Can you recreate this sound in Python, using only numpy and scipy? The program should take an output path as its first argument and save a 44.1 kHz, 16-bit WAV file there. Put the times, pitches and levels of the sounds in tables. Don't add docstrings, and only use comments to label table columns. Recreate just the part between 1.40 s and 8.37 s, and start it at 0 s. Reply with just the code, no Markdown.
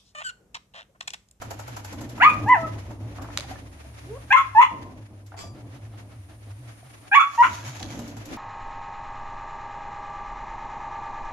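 import sys
import numpy as np
from scipy import signal
from scipy.fft import rfft, irfft, next_fast_len
from scipy.io import wavfile
from scipy.ndimage import uniform_filter1d, minimum_filter1d

SR = 44100
rng = np.random.default_rng(int(sys.argv[2]) if len(sys.argv) > 2 else 0)


def dump_mix(stems):
    frames = np.atleast_2d(stems).T
    limited = np.clip(frames, -1, 1)
    pcm = np.round(limited * 32767).astype(np.int16)
    wavfile.write(sys.argv[1], SR, pcm)


N = 307377
T = np.arange(N) / SR
SIDES = np.array([[1], [-1]])

# (frequency [Hz], gain [dB])
THROAT = [(400, -16.5), (620, -8), (820, -7), (1050, 0), (1380, -4), (1650, -2.5), (1900, -1.5),
          (2250, -4.5), (2550, -0.5), (2850, -3.5), (3150, -20.5), (3450, -14), (3750, -28.5),
          (4200, -27.5), (4800, -38), (6800, -26.5), (8500, -43.5), (11200, -22), (14000, -45.5)]


def undb(db):
    return 10 ** (np.asarray(db) / 20)


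def unit(x):
    return x / np.sqrt(np.mean(np.abs(x) ** 2) + 1e-20)


def blend(a, b, share):
    return a + (b - a) * share


def ease(t, middle, length):
    return .5 + .5 * np.sin(np.pi * np.clip((t - middle) / length, -.5, .5))


def curve(rows, t=T):
    s, *columns = np.transpose(rows)
    return [np.interp(t, s, c) for c in columns]


def read(points, hz):
    f, value = np.transpose(points)
    return np.interp(np.log(np.maximum(hz, 1)), np.log(f), value)


def shape(x, points):
    size = next_fast_len(x.shape[-1])
    gain = undb(read(points, np.fft.rfftfreq(size, 1 / SR)))
    return irfft(rfft(x, size) * gain, size)[..., :x.shape[-1]]


def colour(x, points):
    return unit(shape(x, points))


def flutter(hz, size):
    f = np.fft.rfftfreq(SR // 2, 1 / SR)
    real, imag = irfft(rfft(rng.standard_normal((2, SR // 2))) / (1 + (f / hz) ** 8))[:, :size]
    return unit(real + 1j * imag)


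def walk(rate):
    size = int(SR / rate)
    knots = rng.standard_normal(N // size + 2)
    joined = np.interp(np.arange(N) / size, np.arange(len(knots)), knots)
    return unit(uniform_filter1d(joined, size // 2))


def wavering_phase(hz, depth, waver_hz, size):
    return 2 * np.pi * np.cumsum(hz * (1 + depth * flutter(waver_hz, size).real)) / SR


def stereo_noise(side_db, size=N):
    mid, side = rng.standard_normal((2, size))
    return unit(mid + undb(side_db) * SIDES * side)


def add(out, s, x):
    start = max(int(s * SR), 0)
    out[:, start:start + x.shape[-1]] += x[..., :N - start]


def ringing(modes, t):
    return sum(undb(db - 60 * t / t60) * np.sin(2 * np.pi * (hz * t + rng.random()))
               for hz, db, t60 in modes)


def bursts(rows, spectrum, rise_s, gain_db, grain_db):
    envelope = np.zeros(N)
    for s, db, length_s in rows:
        age = np.maximum(T - s + rise_s, 0)
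        swell = 1 - np.exp(-(age / rise_s) ** 2)
        envelope += undb(db + gain_db) * swell * np.exp(-np.minimum(2 * age / length_s, 40))
    return envelope * colour(stereo_noise(-0.86) * undb(grain_db * walk(650)), spectrum)


def low_tones(levels, modes, gain_db, waver_db):
    tones = 0
    for hz, width_hz, db in modes:
        phase = 2 * np.pi * np.cumsum(hz + width_hz / 2 * walk(30)) / SR
        tones = tones + undb(db + waver_db * walk(25)) * np.sin(phase)
    return unit(tones) * undb(curve(levels)[0] + gain_db)


def hum(throb_db=1.5, first_throb_s=.12, throb_gap_s=.246):
    # (time [s], relative level [dB])
    hum_levels = [(0, -44.5), (.75, -44), (1.05, -35.5), (1.7, -39.5), (2.5, -52.5), (2.85, -42.5),
                  (3.05, -48.5), (4.2, -45.5), (5.25, -45), (5.9, -58.5), (6.12, -40.5), (6.97, -50.5)]
    drone_levels = [(0, -50), (.85, -52), (1.5, -44), (2.8, -45.5), (3.7, -59.5), (4.9, -50), (5.8, -67),
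                    (6.65, -55)]
    # (frequency [Hz], width of the waver [Hz], relative level [dB])
    hum_modes = [(108, 19, 2.5), (300, 12, -21)]
    drone_modes = [(68, 16, 0)]
    throb = undb(throb_db * np.cos(2 * np.pi * (T - first_throb_s) / throb_gap_s))
    upper = throb * low_tones(hum_levels, hum_modes, gain_db=2.13, waver_db=3)
    return upper + low_tones(drone_levels, drone_modes, gain_db=-2, waver_db=1.5)


def open_air(air_gain_db=6):
    # (time [s], relative level [dB])
    air_levels = [(0, -54.5), (1.2, -51), (1.65, -58.5), (2, -52), (2.3, -59), (3.2, -53.5), (3.7, -66),
                  (4.3, -61), (4.8, -63), (5.6, -59), (6.4, -75.5), (6.97, -47)]
    hiss_levels = [(0, -73.5), (1.8, -67.5), (2.8, -59.5), (3.4, -72), (4.5, -66.5), (5.6, -59), (5.9, -64),
                   (6.97, -90)]
    # (frequency [Hz], gain [dB])
    air_colour = [(240, -8), (450, -7.5), (700, -6), (1200, -8.5), (2200, -9), (3200, -14.5), (4500, -18.5),
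                  (6700, -18), (8300, -30), (11000, -24), (13000, -33.5)]
    hiss_colour = [(8400, -19.5), (9300, -6), (10200, -13), (12500, -21.5)]
    air = colour(stereo_noise(1.5) * undb(3.3 * walk(51)), air_colour)
    hiss = colour(stereo_noise(-0.9), hiss_colour)
    return air * undb(curve(air_levels)[0] + air_gain_db) + hiss * undb(curve(hiss_levels)[0])


def scuffing(rise_s=0.023, rest_db=-60):
    # (time [s], peak level [dB], length [s])
    scuffs = [(0.008, -47, 1.8), (0.52, -38.5, 1.2), (0.823, -35.5, 1.48), (1.773, -45, 0.81),
              (2.083, -39, 0.2), (2.638, -47, 0.58), (3.311, -40.5, 0.65), (4.047, -45.5, 1.43),
              (6.049, -45, 3.2), (6.403, -37, 0.59), (6.54, -44, 0.33), (6.908, -39, 0.34)]
    # (frequency [Hz], gain [dB])
    slat_colour = [(25, -19.5), (50, -5.5), (90, -10), (140, -5), (175, -8.5), (240, -5.5), (300, -1.5),
                   (350, -10.5), (430, -15.5), (600, -12.5), (1100, -24), (2200, -54.5)]
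    power = undb(rest_db) ** 2
    for s, db, length_s in scuffs:
        decay = np.exp(-2 * np.maximum(T - s, 0) / length_s)
        power = power + (undb(db) * ease(T, s, rise_s) * decay) ** 2
    return colour(stereo_noise(-12) * undb(2 * walk(25)), slat_colour) * np.sqrt(power)


def tapping(body_s=0.021, click_s=0.018):
    # (time [s], relative body level [dB], click level [dB])
    taps = [(0.021, -26.5, -30), (.11, -26, -30.5), (0.195, -31.5, -31), (.281, -32.5, -33),
            (0.368, -28, -29.5), (0.449, -33.5, -30), (0.531, -35.5, -33.5), (.614, -33.5, -32),
            (0.696, -50, -35.5), (0.781, -29.5, -38.5), (1.089, -43, -37), (1.274, -39, -44),
            (1.513, -37.5, -46), (1.823, -34, -37.5), (2.108, -39, -40), (3.868, -58, -43.5),
            (6.594, -33.5, -32), (6.681, -52, -34.5), (6.771, -36.5, -35.5), (6.859, -48, -34)]
    # (frequency [Hz], gain [dB])
    body_colour = [(350, -11.5), (500, -1.5), (720, 2.5), (850, 0), (980, 3.5), (1120, -9), (1290, -1.5),
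                   (1520, -4.5), (1900, -12.5), (2400, -15), (2750, -11), (4000, -33.5)]
    click_colour = [(1500, -25.5), (3500, -4), (4600, -3.5), (6500, -1), (7400, 0.5), (8600, -18),
                    (11500, -3.5), (13000, -11.5)]
    bodies = [(s, db, body_s) for s, db, _ in taps]
    clicks = [(s, db, click_s) for s, _, db in taps]
    return (bursts(bodies, body_colour, rise_s=0.0063, gain_db=1.5, grain_db=2.5)
            + bursts(clicks, click_colour, rise_s=0.0087, gain_db=1, grain_db=2.5))


def steps(gain_db=-4, push_s=0.0082):
    # (time [s], relative level [dB])
    footfalls = [(0.535, -48), (0.609, -35), (.73, -28), (6.515, -27.5), (6.574, -26), (6.605, -25),
                 (6.679, -33), (6.737, -33), (6.925, -29)]
    # (frequency [Hz], relative level [dB], t60 [s])
    slat_modes = [(185, -9.5, .15), (229.4, -5, 0.37), (267, -6.5, .22), (284, 5, 0.083),
                  (334.8, -6.5, 0.083), (450, -7.5, .08), (584, -11.5, 0.13)]
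    out, t = np.zeros((2, N)), np.arange(SR // 3) / SR
    for s, db in footfalls:
        add(out, s, undb(db + gain_db) * (1 - np.exp(-t / push_s)) * ringing(slat_modes, t))
    return out


def voice(t, hz, db, overtones_db, slope_db, rough, pan_db, lag_ms, edge_db, jitter=0.03):
    beat_hz, beat_db = 230.4, -4
    size, rough = len(t), np.clip(rough, 0, 1)
    phase = wavering_phase(hz, 0.0086 + jitter * np.sqrt(rough), 100, size)
    phase = phase + SIDES * np.pi * hz * lag_ms / 1000
    beat = wavering_phase(beat_hz, .25, 36, size)
    source = 0
    for k in np.arange(1, 9):
        spread_hz = 170 * k ** .6
        upper, lower = 2 * np.pi * rng.random(2)
        sidebands = np.exp(1j * (upper + beat)) + 0.45 * np.exp(1j * (lower - beat))
        chaos = unit(undb(beat_db) * sidebands + flutter(spread_hz, size)
                     + SIDES * flutter(spread_hz, size))
        share = np.tanh(0.8 * k * rough)
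        harmonic = np.imag((np.sqrt(1 - share ** 2) + share * chaos) * np.exp(1j * k * phase))
        strength = undb(SIDES * pan_db / 2 if k == 1 else overtones_db + slope_db * np.log2(k / 2))
        source = source + np.sqrt(2) * strength * harmonic
    # (frequency [Hz], gain [dB])
    breath_colour = [(700, -19.5), (1700, -19), (2300, -4), (3400, -6), (7000, 4), (13000, -6)]
    breath = colour(stereo_noise(-1, size) * (1 + np.cos(phase)), breath_colour)
    source = source + undb(overtones_db / 2 - 2) * np.sqrt(rough) * breath
    # (frequency [Hz], gain [dB])
    edge = [(4160, 0), (4340, edge_db), (4880, edge_db), (5420, 0)]
    return shape(shape(source * signal.windows.tukey(size, .05) * undb(db), THROAT), edge)


def rasp(t, db, second_hz, second_db, puff_hz=115, air_db=-10.5):
    # (frequency [Hz], gain [dB])
    hoarse_colour = [(600, -24), (1100, -10), (1500, 2), (1850, -9), (2250, 5), (2450, -0.5), (2750, 1),
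                     (3100, -8), (3450, 1.5), (3800, -12), (7000, -5), (13000, -10.5)]
    size = len(t)
    phase = wavering_phase(second_hz, .04, 90, size)
    second = np.sqrt(2) * np.imag(np.exp(1j * phase) * unit(1 + .5 * SIDES * flutter(60, size)))
    puffs = unit(1 + 0.55 * np.cos(wavering_phase(puff_hz, .3, 50, size)))
    air = colour(stereo_noise(-1.5, size), hoarse_colour)
    source = (undb(second_db) * second + undb(air_db) * air) * puffs
    return shape(source * undb(db) * signal.windows.tukey(size, .05), THROAT)


def slide_roughness(hz, most=.27, full_hz_per_s=7000):
    speed = np.abs(uniform_filter1d(np.gradient(hz), SR // 100)) * SR
    return most * np.minimum(speed / full_hz_per_s, 1) ** 2


def bark(attack_s, leap_s, break_s, release_s, glide_s, opening_hz, held_hz, rasp_hz, db,
         opening_db, rasp_rough, second_hz, second_db, pan_db, lag_ms, edge_db):
    climb_hz_per_s, sag_hz_per_s, fade_db_per_s = 3600, 660, 331
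    breaking_s, tail_s = 0.009, 0.031
    t = np.arange(1, (release_s + tail_s) * SR) / SR
    jaw = np.minimum(t / leap_s, 1)
    leapt = ease(t, leap_s, glide_s)
    narrowed = ease(t, leap_s + 0.02, 0.022)
    broken = ease(t, break_s, breaking_s)
    torn = ease(t, break_s + breaking_s / 2, 0.017)
    fading_s = np.maximum(t - release_s, 0)
    bright = min(undb(opening_db), 1)

    def stages(opening, held, rasping):
        return blend(blend(opening, held, narrowed), rasping, torn)

    climbing_hz = opening_hz + climb_hz_per_s * bright * leap_s * (jaw ** 2 - .5)
    hz = blend(blend(climbing_hz, held_hz, leapt), rasp_hz, broken) - sag_hz_per_s * fading_s
    overtones_db = stages(opening_db + 4 * bright * (1 - jaw ** 2), held=-15.5, rasping=-6)
    slope_db = stages(blend(-23, -2.5 - 22 * (1 - jaw), bright), held=-23, rasping=-1)
    rough = stages(0.087 * bright + slide_roughness(hz), held=0.0061, rasping=rasp_rough)
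    effort = np.minimum(t / attack_s, 1) ** 0.82 / np.hypot(1, 1.8 * undb(overtones_db))
    crack_db = 1.5 * bright * np.exp(-((t - leap_s) / 0.0065) ** 2)
    push_db = 4.5 * np.exp(-((t - break_s - .021) / .011) ** 2)
    level_db = db + 20 * np.log10(effort) + crack_db + (push_db - 7.5) * broken - fade_db_per_s * fading_s
    held_pan_db = pan_db * leapt * (1 - broken)
    tone = voice(t, hz, level_db, overtones_db, slope_db, rough, held_pan_db, lag_ms, edge_db)
    return tone + torn * rasp(t, level_db, second_hz, second_db)


def whine(rows, crack_lag_s=.014):
    t = np.arange(rows[0][0], rows[-1][0], 1 / SR)
    hz, db, overtones_db = curve(rows, t)
    earlier_hz = np.interp(t - crack_lag_s, t, hz)
    falling = np.gradient(earlier_hz) < 0
    rough = 0.019 + slide_roughness(earlier_hz) * np.where(falling, 1.4, .3)
    return voice(t, hz, db, overtones_db, slope_db=-29, rough=rough,
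                 pan_db=1.5, lag_ms=0.03, edge_db=-2.5, jitter=0.012)


def dog():
    # (start [s], attack [s], leap [s], break [s],
    # release [s], leap length [s], opening pitch [Hz], held pitch [Hz], rasp pitch [Hz],
    # relative level [dB], opening overtones [dB], rasp roughness [0-1], second pitch [Hz], its level [dB],
    # held tone left minus right [dB], lag of the right microphone [ms], muzzle edge [dB])
    barks = [(0.798, 0.028, 0.036, 0.086, 0.093, 0.077, 704, 1232, 1219, -6.5, -.5, 0.26, 979, -12, 2.5, -0.11, 8.5),
             (2.903, 0.0094, 0.026, 0.055, 0.088, 0.0021, 836, 1048, 1093, -8, 3, 0.4, 1328, -1.5, 10.5, 0.099, -13),
             (3.147, 0.041, 0.042, 0.059, 0.082, 0.057, 873, 989, 1036, -4.5, -17.5, 0.42, 1245, -11.5, -0.5, 0.15, -5),
             (5.713, 0.018, .04, 0.0753, 0.102, 0.01, 862, 1135, 1140, -7, 1.5, 0.36, 1332, 0, -10.5, -0.1, -0.5),
             (5.976, 0.031, 0.032, 0.049, 0.065, 0.051, 936, 979, 1039, -7.5, -18, 0.84, 1418, 0, -2, -0.068, -5)]
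    # (time [s], pitch [Hz], relative level [dB], overtones [dB])
    whines = [
        [(1.058, 786, -27, -21), (1.075, 848, -22, -12), (1.098, 1009, -13, -5.5), (1.13, 1008, -9, -4.5),
         (1.152, 843, -17.5, -6.5), (1.175, 661, -21, -15), (1.215, 658, -25, -18.5),
         (1.25, 645.4, -23.5, -2.5), (1.295, 582, -40, -19)],
        [(2.67, 344.3, -36, -33.5), (2.71, 424, -21.5, -33), (2.745, 483, -27.5, -23), (2.78, 590, -36.5, -10)],
    ]
    out = np.zeros((2, N))
    for s, *row in barks:
        add(out, s, bark(*row))
    for rows in whines:
        add(out, rows[0][0], whine(rows))
    return out


def bubble(hz, ring_s, glide=1.5):
    t = np.arange(SR // 16) / SR
    envelope = np.exp(-t / ring_s) * (1 - np.exp(-t / (0.074 * ring_s)))
    return np.sin(2 * np.pi * hz * t * (1 + glide * t)) * envelope


def slopping(gain_db=-3, spray_db=-7, lowest_hz=600, octaves=1.7, scatter_s=0.028, count=14):
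    # (time [s], relative bubble level [dB], bubble pitch [Hz], relative spray level [dB])
    slops = [(1.504, -35, 585, -34.5), (1.784, -38, 731, -26), (1.813, -36, 650, -34),
             (1.843, -39, 642, -27), (1.887, -47, 895, -27), (1.974, -38, 1423, -47),
             (1.988, -30.5, 583, -48), (2.043, -36, 772, -37), (2.112, -26, 742, -39),
             (2.157, -39, 1700, -35), (2.448, -37, 630, -47), (3.92, -42, 794, -33),
             (3.941, -36.5, 670, -33), (4.039, -34, 672, -39), (5.429, -40, 684, -53),
             (6.409, -33, 735, -40)]
    out = np.zeros((2, N))
    for s, db, hz, tiny_db in slops:
        add(out, s, undb(db + gain_db) * bubble(hz, ring_s=0.0087))
        for late, pitch, side in rng.random((count, 3)):
            tiny_hz = lowest_hz * 2 ** (octaves * pitch)
            strength = undb(tiny_db + spray_db) * (1 - late / 2)
            pan = np.sqrt([[side], [1 - side]])
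            add(out, s + scatter_s * late ** 2, strength * pan * bubble(tiny_hz, ring_s=2.8 / tiny_hz))
    return out


def scoop_knocks():
    # (time [s], relative level [dB], length [s])
    knocks = [(1.9726, -34.5, 0.0097), (2.59, -48, 0.01), (6.3955, -37, 0.02), (6.429, -19.5, 0.0048)]
    # (frequency [Hz], gain [dB])
    knock_colour = [(350, -21), (750, -8.5), (1200, -6.5), (2200, -6), (3500, -5), (5000, -7), (6500, -6.5),
                    (8600, -20.5), (11000, -18.5), (13000, -28.5)]
    return bursts(knocks, knock_colour, rise_s=0.0012, gain_db=3.5, grain_db=5.5)


def scrape(ring_db=-1.5, rub_db=-2, grit_db=4):
    # (time [s], relative level [dB])
    levels = [(3.966, -51), (3.98, -42.5), (3.995, -39.5), (4.03, -44), (4.06, -52), (4.11, -72)]
    # (frequency [Hz], relative level [dB], t60 [s])
    modes = [(1180, -13.5, 0.39), (1700, -12, .05), (2300, -11, 0.14), (2697, -15, 0.091), (2929, -13, .07),
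             (3410, -3, 0.05), (4540, -4, 0.094), (4753, 1, 0.17), (5340, -7, 0.098), (5650, -2, .07),
             (6040, -14, 0.34), (6340, -1, 0.068), (7203, 3.5, 0.1), (7930, -1, 0.088), (8479, -25, .17),
             (10300, -5, .08), (11100, -8, .08), (12400, -9, .08)]
    # (frequency [Hz], gain [dB])
    grit_colour = [(1000, 9.5), (1800, 3), (3000, -0.5), (6800, -2.5), (8600, -11), (13000, -13)]
    grit = colour(stereo_noise(-0.72) * undb(grit_db * walk(300)), grit_colour)
    rub = grit * undb(curve(levels)[0]) * (T > levels[0][0]) * (T < levels[-1][0])
    t = np.arange(SR // 2) / SR
    response = unit(ringing(modes, t)) / np.sqrt(len(t))
    rung = signal.fftconvolve(rub, response[None], axes=1)[:, :N]
    return undb(ring_db) * rung + undb(rub_db) * rub


def panting(start_s=4.172, end_s=5.7, gap_s=.185, width_s=0.025, db=-54.5):
    # (frequency [Hz], gain [dB])
    pant_colour = [(400, -10), (700, 5), (950, -10.5), (1250, -0.5), (1600, -9), (2000, -7.5), (2600, -14),
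                   (4000, -14), (8000, -29.5)]
    puffs = sum(np.exp(-((T - s) / width_s) ** 2) for s in np.arange(start_s, end_s, gap_s))
    return undb(db) * puffs * colour(stereo_noise(-6.5), pant_colour)


def splash(gain_db=1, drops_db=3, gush_db=2.6, lowest_hz=1300, octaves=2.2, count=110):
    # (time [s], relative level [dB])
    levels = [(5.8, -57), (5.93, -49.5), (6.04, -43), (6.33, -45), (6.42, -46), (6.7, -50.5), (6.78, -78)]
    # (frequency [Hz], gain [dB])
    spatter_colour = [(350, -36.5), (650, 2), (1400, 0), (2300, -2), (3500, -6), (5000, -8), (6700, -2),
                      (8600, -23), (11000, -13), (13000, -21.5)]
    start_s, end_s = levels[0][0], levels[-1][0]
    flow = undb(curve(levels)[0] + gain_db) * (T > start_s) * (T < end_s)
    spatter = stereo_noise(-0.64) * undb(drops_db * walk(1200) + gush_db * walk(46))
    pings = np.zeros((2, N))
    for when, pitch, side, faintness in rng.random((count, 4)):
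        hz = lowest_hz * 2 ** (octaves * pitch)
        strength = undb(-3 - 4 * np.log(max(faintness, .03)))
        pan = np.sqrt([[side], [1 - side]])
        add(pings, blend(start_s, end_s, when), strength * pan * bubble(hz, ring_s=9 / hz))
    return flow * (colour(spatter, spatter_colour) + pings)


def kennel(x, early_db=-11, early_t60=0.42, tail_db=-19, build_s=0.0092):
    # (frequency [Hz], t60 [s])
    ring_times = [(200, 0.24), (1000, 0.59), (2500, 0.24), (6000, 0.73), (12000, 0.34)]
    # (frequency [Hz], gain [dB], t60 [s])
    modes = [(938, -11.5, 0.1), (1142, -7.5, 0.39), (1190, -9.5, 0.45), (1380, -8.5, 0.29), (2040, -6, 0.1),
             (2240, 2.5, 0.29), (2380, -1, .3), (2490, -7.5, .22), (3420, 3.5, 0.28)]
    # (delay left [s], delay right [s], level [dB])
    echoes = [(.0013, 0.0023, -15.5), (0.0146, 0.0091, -9.5), (0.024, 0.033, -10)]
    t, f = np.arange(SR) / SR, np.fft.rfftfreq(SR, 1 / SR)
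    nepers = np.log(1000)
    noise = rfft(stereo_noise(1.9, SR))
    tail = 0
    for k, (_, t60) in enumerate(ring_times):
        band = read([(row[0], j == k) for j, row in enumerate(ring_times)], f)
        tail = tail + irfft(noise * band, SR) * np.exp(-nepers * t / t60) / np.sqrt(t60)
    early = stereo_noise(-1.1, SR) * np.exp(-nepers * t / early_t60) / np.sqrt(early_t60)
    build = 1 - np.exp(-t / build_s)
    response = (undb(early_db) * early + undb(tail_db) * tail) * np.sqrt(2 * nepers / SR) * build
    for hz, db, t60 in modes:
        decay = nepers / t60
        response += undb(db) * 2 * decay / SR * np.exp(-decay * t) * np.cos(2 * np.pi * hz * t)
    for left_s, right_s, db in echoes:
        response[0, int(left_s * SR)] += undb(db)
        response[1, int(right_s * SR)] += undb(db)
    return x + signal.fftconvolve(x, response, axes=1)[:, :N]


def duck_bass(x, sense_hz=1500, bass_hz=165, threshold_db=-26, recover_s=0.0084):
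    bright = signal.sosfilt(signal.butter(4, sense_hz, "high", fs=SR, output="sos"), x.mean(axis=0))
    keep = np.exp(-1 / (recover_s * SR))
    power = signal.lfilter([1 - keep], [1, -keep], bright ** 2)
    gain = 1 / np.sqrt(1 + power / undb(threshold_db) ** 2)
    bass = signal.sosfiltfilt(signal.butter(4, bass_hz, fs=SR, output="sos"), x)
    return x - (1 - gain) * bass


def scene():
    foreground = dog() + panting() + tapping() + scoop_knocks() + slopping() + scrape() + splash()
    return kennel(foreground) + hum() + steps() + scuffing() + open_air()


def record(dry):
    ceiling, hold, top_hz = .95, SR // 200, 13300
    ducked = duck_bass(dry)
    allowed = ceiling / np.maximum(np.abs(ducked).max(axis=0), ceiling)
    gain = uniform_filter1d(minimum_filter1d(allowed, 2 * hold), hold)
    return signal.sosfilt(signal.ellip(8, .2, 70, top_hz, fs=SR, output="sos"), ducked * gain)


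dry = scene()
out = record(dry)
dump_mix(out)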